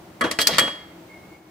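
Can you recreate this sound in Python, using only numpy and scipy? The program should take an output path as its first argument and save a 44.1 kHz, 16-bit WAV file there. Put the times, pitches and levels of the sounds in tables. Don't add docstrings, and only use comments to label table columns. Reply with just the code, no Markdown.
import sys
import numpy as np
from scipy import signal
from scipy.fft import rfft, irfft, next_fast_len
from scipy.io import wavfile
from scipy.ndimage import map_coordinates

SR = 44100
rng = np.random.default_rng(int(sys.argv[2]) if len(sys.argv) > 2 else 0)


def inscribe(sig):
    pcm = np.round(np.clip(np.atleast_2d(sig).T, -1, 1) * 32767)
    wavfile.write(sys.argv[1], SR, pcm.astype(np.int16))


N = 66150
T = np.arange(N) / SR
TOP_HZ = 15400

# (time [s], nine clank levels from low to high pitch [dB], rim ring [dB],
# length [factor], left over right [dB], rise [s], jar wall [dB], hoop [dB])
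KNOCKS = [(0.2093, -24.5, -21.5, -47, -14, -19, -29.5, -32.5, -30, -45.5, -30, 0.74, 0.5, 0.0034, 3, -35),
          (0.3115, -36.5, -35.5, -45.5, -36.5, -30, -27, -25, -28, -37, -67, 0.86, 0.76, 0.0014, -13.5, -43),
          (0.3883, -30, -25.5, -27.5, -24.5, -22.5, -23.5, -25.5, -34.5, -45, -23.5, 0.95, 0, 0.00056, -1.5, -34),
          (0.4704, -33.5, -40.5, -40, -31, -24.5, -23, -12.5, -20.5, -20, -30, 0.67, 1.8, 0.0009, -1, -12),
          (0.5828, -30, -25.5, -27.5, -19.5, -19, -14.5, -20, -19.5, -31.5, -17.5, 1, 1.3, 0.00047, 1, -20)]
# (frequency [Hz], likeness [0-1])
EAR_LIKENESS = [(250, 0.99), (600, 0.88), (1300, 0.49), (2500, 0.68), (6000, 0.21)]


def knocks(body):
    band_hz = [230, 600, 900, 1200, 1800, 2700, 4800, 9000, 14000]
    clank_fades = [(100, 0.17), (600, 0.15), (2000, 0.09), (5000, 0.09), (14000, 0.056)]
    hoop_notes = [(4000, -12), (4565, 4.5), (4740, -12.5), (4953, 0), (5200, -3.5)]
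    bass_cut_hz = 130
    radiated = lambda hz: body(hz) * hz / np.hypot(hz, bass_cut_hz) * (hz < TOP_HZ)
    bands = [noise(lambda hz: radiated(hz) * along(zip(band_hz, one_band), hz))
             for one_band in np.eye(len(band_hz))]
    out = np.zeros((2, N))
    for start, *levels, _, length, pan, rise, wall_db, hoop_db in KNOCKS:
        snap = amp(-1) * struck(start, rise, fade=0.013)
        clank = sum(band * amp(db) * (snap + struck(start, rise, length * along(clank_fades, hz)))
                    for band, hz, db in zip(bands, band_hz, levels))
        force_db = lambda hz: wall_db - 6.5 + along(zip(band_hz, levels), hz)
        hoop = unit(sum(tone(hz) * amp(db) for hz, db in hoop_notes))
        clink = amp(hoop_db) * hoop * struck(start, rise, fade=length * 0.071)
        out += sides(pan) * (amp(2) * clank + jar_wall(start, force_db, rise, length) + clink)
    return out


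def thin_steel():
    peaks = [(40, -17.5), (145, -18.5), (240, 0.5), (310, -2.5), (365, -19), (460, 3), (630, 8),
             (820, -0.5), (1150, 5), (1600, -4), (1900, 6), (2700, -6.5), (3100, 1), (3700, -3),
             (4600, -3.5), (5900, -4.5), (8000, 0), (15000, -1.5)]
    ripple_db, spacing_hz = 2.5 * rng.standard_normal(512), 60
    return lambda hz: amp(along(peaks, hz) + map_coordinates(ripple_db, [hz / spacing_hz], mode="wrap"))


def jar_wall(start, force_db, rise, length):
    pitches = [240, 320, 546, 610, 1148, 1337, 1478, 1691, 1940, 2372, 3042, 4406, 7840]
    rings = [(-4.5, 0.13), (-3.5, 0.11), (-2, 0.14), (-7, 0.21), (-0.5, 0.13), (-3, 0.11), (5.5, 0.068),
             (-0.5, 0.23), (-12, 0.24), (0.5, 0.1), (-18, 0.05), (5.5, 0.088), (-1.5, 0.082)]
    return sum(tone(hz) * amp(db + force_db(hz)) * struck(start, rise, length * fade)
               for hz, (db, fade) in zip(pitches, rings))


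def singing_rim():
    pitches = [3274, 2905, 1830]
    rings = [(2.5, 0.43), (-9.5, 0.35), (-12.5, 0.43)]
    out = np.zeros((2, N))
    for hz, (db, fade) in zip(pitches, rings):
        energy = sum((amp(ring_db) * struck(start, rise=.009, fade=fade)) ** 2
                     for start, *_, ring_db, length, pan, rise, wall_db, hoop_db in KNOCKS)
        out += tone(hz) * amp(db) * np.sqrt(energy)
    return out


def wet_lumps():
    # (time [s], level [dB], dull above [Hz], fade time [s], hollow note [Hz])
    landings = [(0.237, -22, 2400, 0.17, 1720), (0.2433, -16, 786, 0.16, 335),
                (0.414, -28, 396, 0.1024, 280), (0.487, -22.5, 1000, 0.23, 232),
                (0.524, -31, 252, 0.24, 168), (0.608, -22.5, 690, 0.24, 326),
                (0.675, -22.5, 1790, 0.089, 1190)]
    colour = [(30, -12.5), (80, -16.5), (200, -0.5), (300, -4), (600, 2.5), (800, 0), (3000, 3)]
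    rise, hollow_db, hollow_octaves = .002, 8, 0.17
    out = np.zeros((2, N))
    for start, db, dull_hz, fade, hollow_hz in landings:
        hollow = lambda hz: hollow_db * np.exp(-(np.log2((hz + 1) / hollow_hz) / hollow_octaves) ** 2)
        soft_db = lambda hz: -10 * np.log10(1 + (hz / dull_hz) ** 4)
        thud = noise(lambda hz: amp(along(colour, hz) + hollow(hz) + soft_db(hz)))
        ring = amp(-11) * jar_wall(start, soft_db, rise, length=0.56)
        out += amp(db) * (thud * struck(start, rise, fade) + ring)
    return out


def mesh_scrapes(body):
    # (time [s], swell [s], fade time [s], level [dB], treble tilt [dB per octave])
    drags = [(0.395, 0.029, 0.0568, -20.5, 6.5), (.495, 0.06, 0.33, -26.5, -2)]
    colour = [(700, -9.5), (2000, 0.5), (4700, 6.5), (6500, -5.5), (15000, -25.5)]
    out = np.zeros((2, N))
    for start, swell, fade, db, tilt in drags:
        grow = np.sqrt(np.clip((T - start) / swell, 0, 1))
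        release = amp(-60 * np.maximum(T - start - swell, 0) / fade)
        wires = noise(lambda hz: body(hz) * amp(along(colour, hz) + tilt * np.log2(hz + 1)))
        catches = amp(2 * wobble(per_second=500))
        out += amp(db) * grow * release * unit(wires * catches)
    return out


def rim_ticks(body):
    ticks = [(0.2115, -35), (0.388, -24.5), (0.402, -26.5), (0.412, -20), (0.4161, -15.5), (0.4237, -30),
             (0.4763, -18.5), (0.4803, -17.5), (0.595, -11), (0.6017, -23.5)]
    colour = [(300, -18.5), (4800, -2), (9000, -5.5), (15000, -11)]
    hiss = noise(lambda hz: body(hz) * amp(along(colour, hz)) * (hz < TOP_HZ))
    return hiss * sum(amp(db) * struck(start, rise=.0003, fade=0.021) for start, db in ticks)


def kitchen_echo(sound, likeness):
    fades = [(150, 0.24), (1000, 0.69), (3000, 0.7), (13000, 0.27)]
    levels = [(150, -8), (1000, -9.5), (3000, -11.5), (13000, -10)]
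    hz, t, hiss = signal.stft(rng.standard_normal((3, SR // 2)), SR, nperseg=256)
    decay = amp(-60 * t / along(fades, hz)[:, None])
    energy = np.sum(decay ** 2, axis=1, keepdims=True) * t[1] * SR
    gain = amp(along(levels, hz))[:, None] * decay / np.sqrt(energy)
    shared = np.clip(along(likeness, hz), 0, 1)[:, None]
    both_ears = np.sqrt(shared) * hiss[2] + np.sqrt(1 - shared) * hiss[:2]
    tail = signal.istft(both_ears * gain, SR, nperseg=256)[1]
    return signal.fftconvolve(sound.mean(axis=0)[None], tail, axes=1)[:, :N]


def room_noise(likeness):
    colour = [(25, -31), (75, -12), (180, -9.5), (255, -12.5), (325, -3.5), (420, -13.5), (720, -12),
              (1100, -18.5), (3000, -27.5), (13000, -39.5), (15500, -30.5)]
    loudness = [(0, -45.5), (.8, -47), (1.0, -45.5), (1.33, -46.5), (1.42, -51.5), (1.5, -48.5)]
    hum_hz = [183, 325]
    hum_db = [-57, -55]
    level_db = np.interp(T, *np.transpose(loudness))
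    hum = np.zeros(N)
    for hz, db in zip(hum_hz, hum_db):
        phase = 2 * np.pi * hz * T
        hum += amp(db) * (wobble(per_second=35) * np.sin(phase) + wobble(per_second=35) * np.cos(phase))
    rumble = noise(lambda hz: amp(along(colour, hz)), likeness)
    return amp(level_db) * rumble + amp(level_db - level_db.mean()) * hum


def whistle():
    pitch = [(.8, 2125), (1.15, 2160), (1.36, 2182)]
    loudness = [(.77, -64), (.814, -49.5), (.87, -68), (.91, -58.5), (1.075, -84), (1.095, -50.5),
                (1.155, -47), (1.18, -54), (1.255, -56.5), (1.285, -63.5), (1.35, -50), (1.39, -67),
                (1.5, -68)]
    waver_hz, roughness, dip, pulses_per_s = 10, .27, .7, 45
    hz = np.interp(T, *np.transpose(pitch)) + waver_hz * wobble(per_second=100)
    flutter = np.array([1 + roughness * (wobble(300) + 1j * wobble(300)) for side in range(2)])
    rough_tone = np.real(flutter * np.exp(2j * np.pi * np.cumsum(hz) / SR))
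    pulses = 1 - dip * (1 - np.abs(np.sin(np.pi * pulses_per_s * T + wobble(pulses_per_s))))
    return amp(np.interp(T, *np.transpose(loudness), left=-np.inf)) * unit(pulses * rough_tone)


def amp(db):
    return 10 ** (np.asarray(db) / 20)


def unit(x):
    return x / np.sqrt(np.mean(x ** 2) + 1e-20)


def along(points, hz):
    freqs, values = np.transpose(list(points))
    return np.interp(np.log(hz + 1), np.log(freqs + 1), values)


def wobble(per_second):
    return map_coordinates(rng.standard_normal(4096), [T * per_second], mode="wrap")


def filtered(x, response):
    size = next_fast_len(N + SR // 4)
    return irfft(rfft(x, size) * response(np.fft.rfftfreq(size, 1 / SR)), size)[..., :N]


def sides(db):
    return amp(np.array([[.5], [-.5]]) * db)


def ear_angle(likeness, hz):
    return np.arccos(np.clip(along(likeness, hz), -1, 1)) / 2


def noise(colour, likeness=EAR_LIKENESS):
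    lean = [(60, 1), (250, 2.5), (600, 0.5), (1500, -0.3), (2500, -1), (4800, -0.5), (9000, 2), (13000, -2)]
    split = lambda hz: np.array([np.cos(ear_angle(likeness, hz)), np.sin(ear_angle(likeness, hz))])
    mid, side = filtered(rng.standard_normal((2, N)), lambda hz: colour(hz) * split(hz))
    return unit(filtered(np.array([mid + side, mid - side]), lambda hz: sides(along(lean, hz))))


def struck(start, rise, fade):
    t = np.maximum(T - start, 0)
    return (1 - np.exp(-t / rise)) * amp(-60 * t / fade)


def tone(hz):
    spread = ear_angle(EAR_LIKENESS, hz) * rng.choice([-1, 1])
    return np.sqrt(2) * np.sin(2 * np.pi * (hz * T + rng.random()) + np.array([[spread], [-spread]]))


def scene():
    likeness = [(250, 0.98), (600, 0.72), (1300, 0.19), (3000, 0.05)]
    body = thin_steel()
    near = knocks(body) + wet_lumps() + mesh_scrapes(body) + rim_ticks(body)
    return near + kitchen_echo(near, likeness) + singing_rim() + room_noise(likeness) + whistle()


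def record(dry):
    return filtered(np.clip(dry, -1, 1), lambda hz: 1 / np.sqrt(1 + (hz / TOP_HZ) ** 120))


dry = scene()
out = record(dry)
inscribe(out)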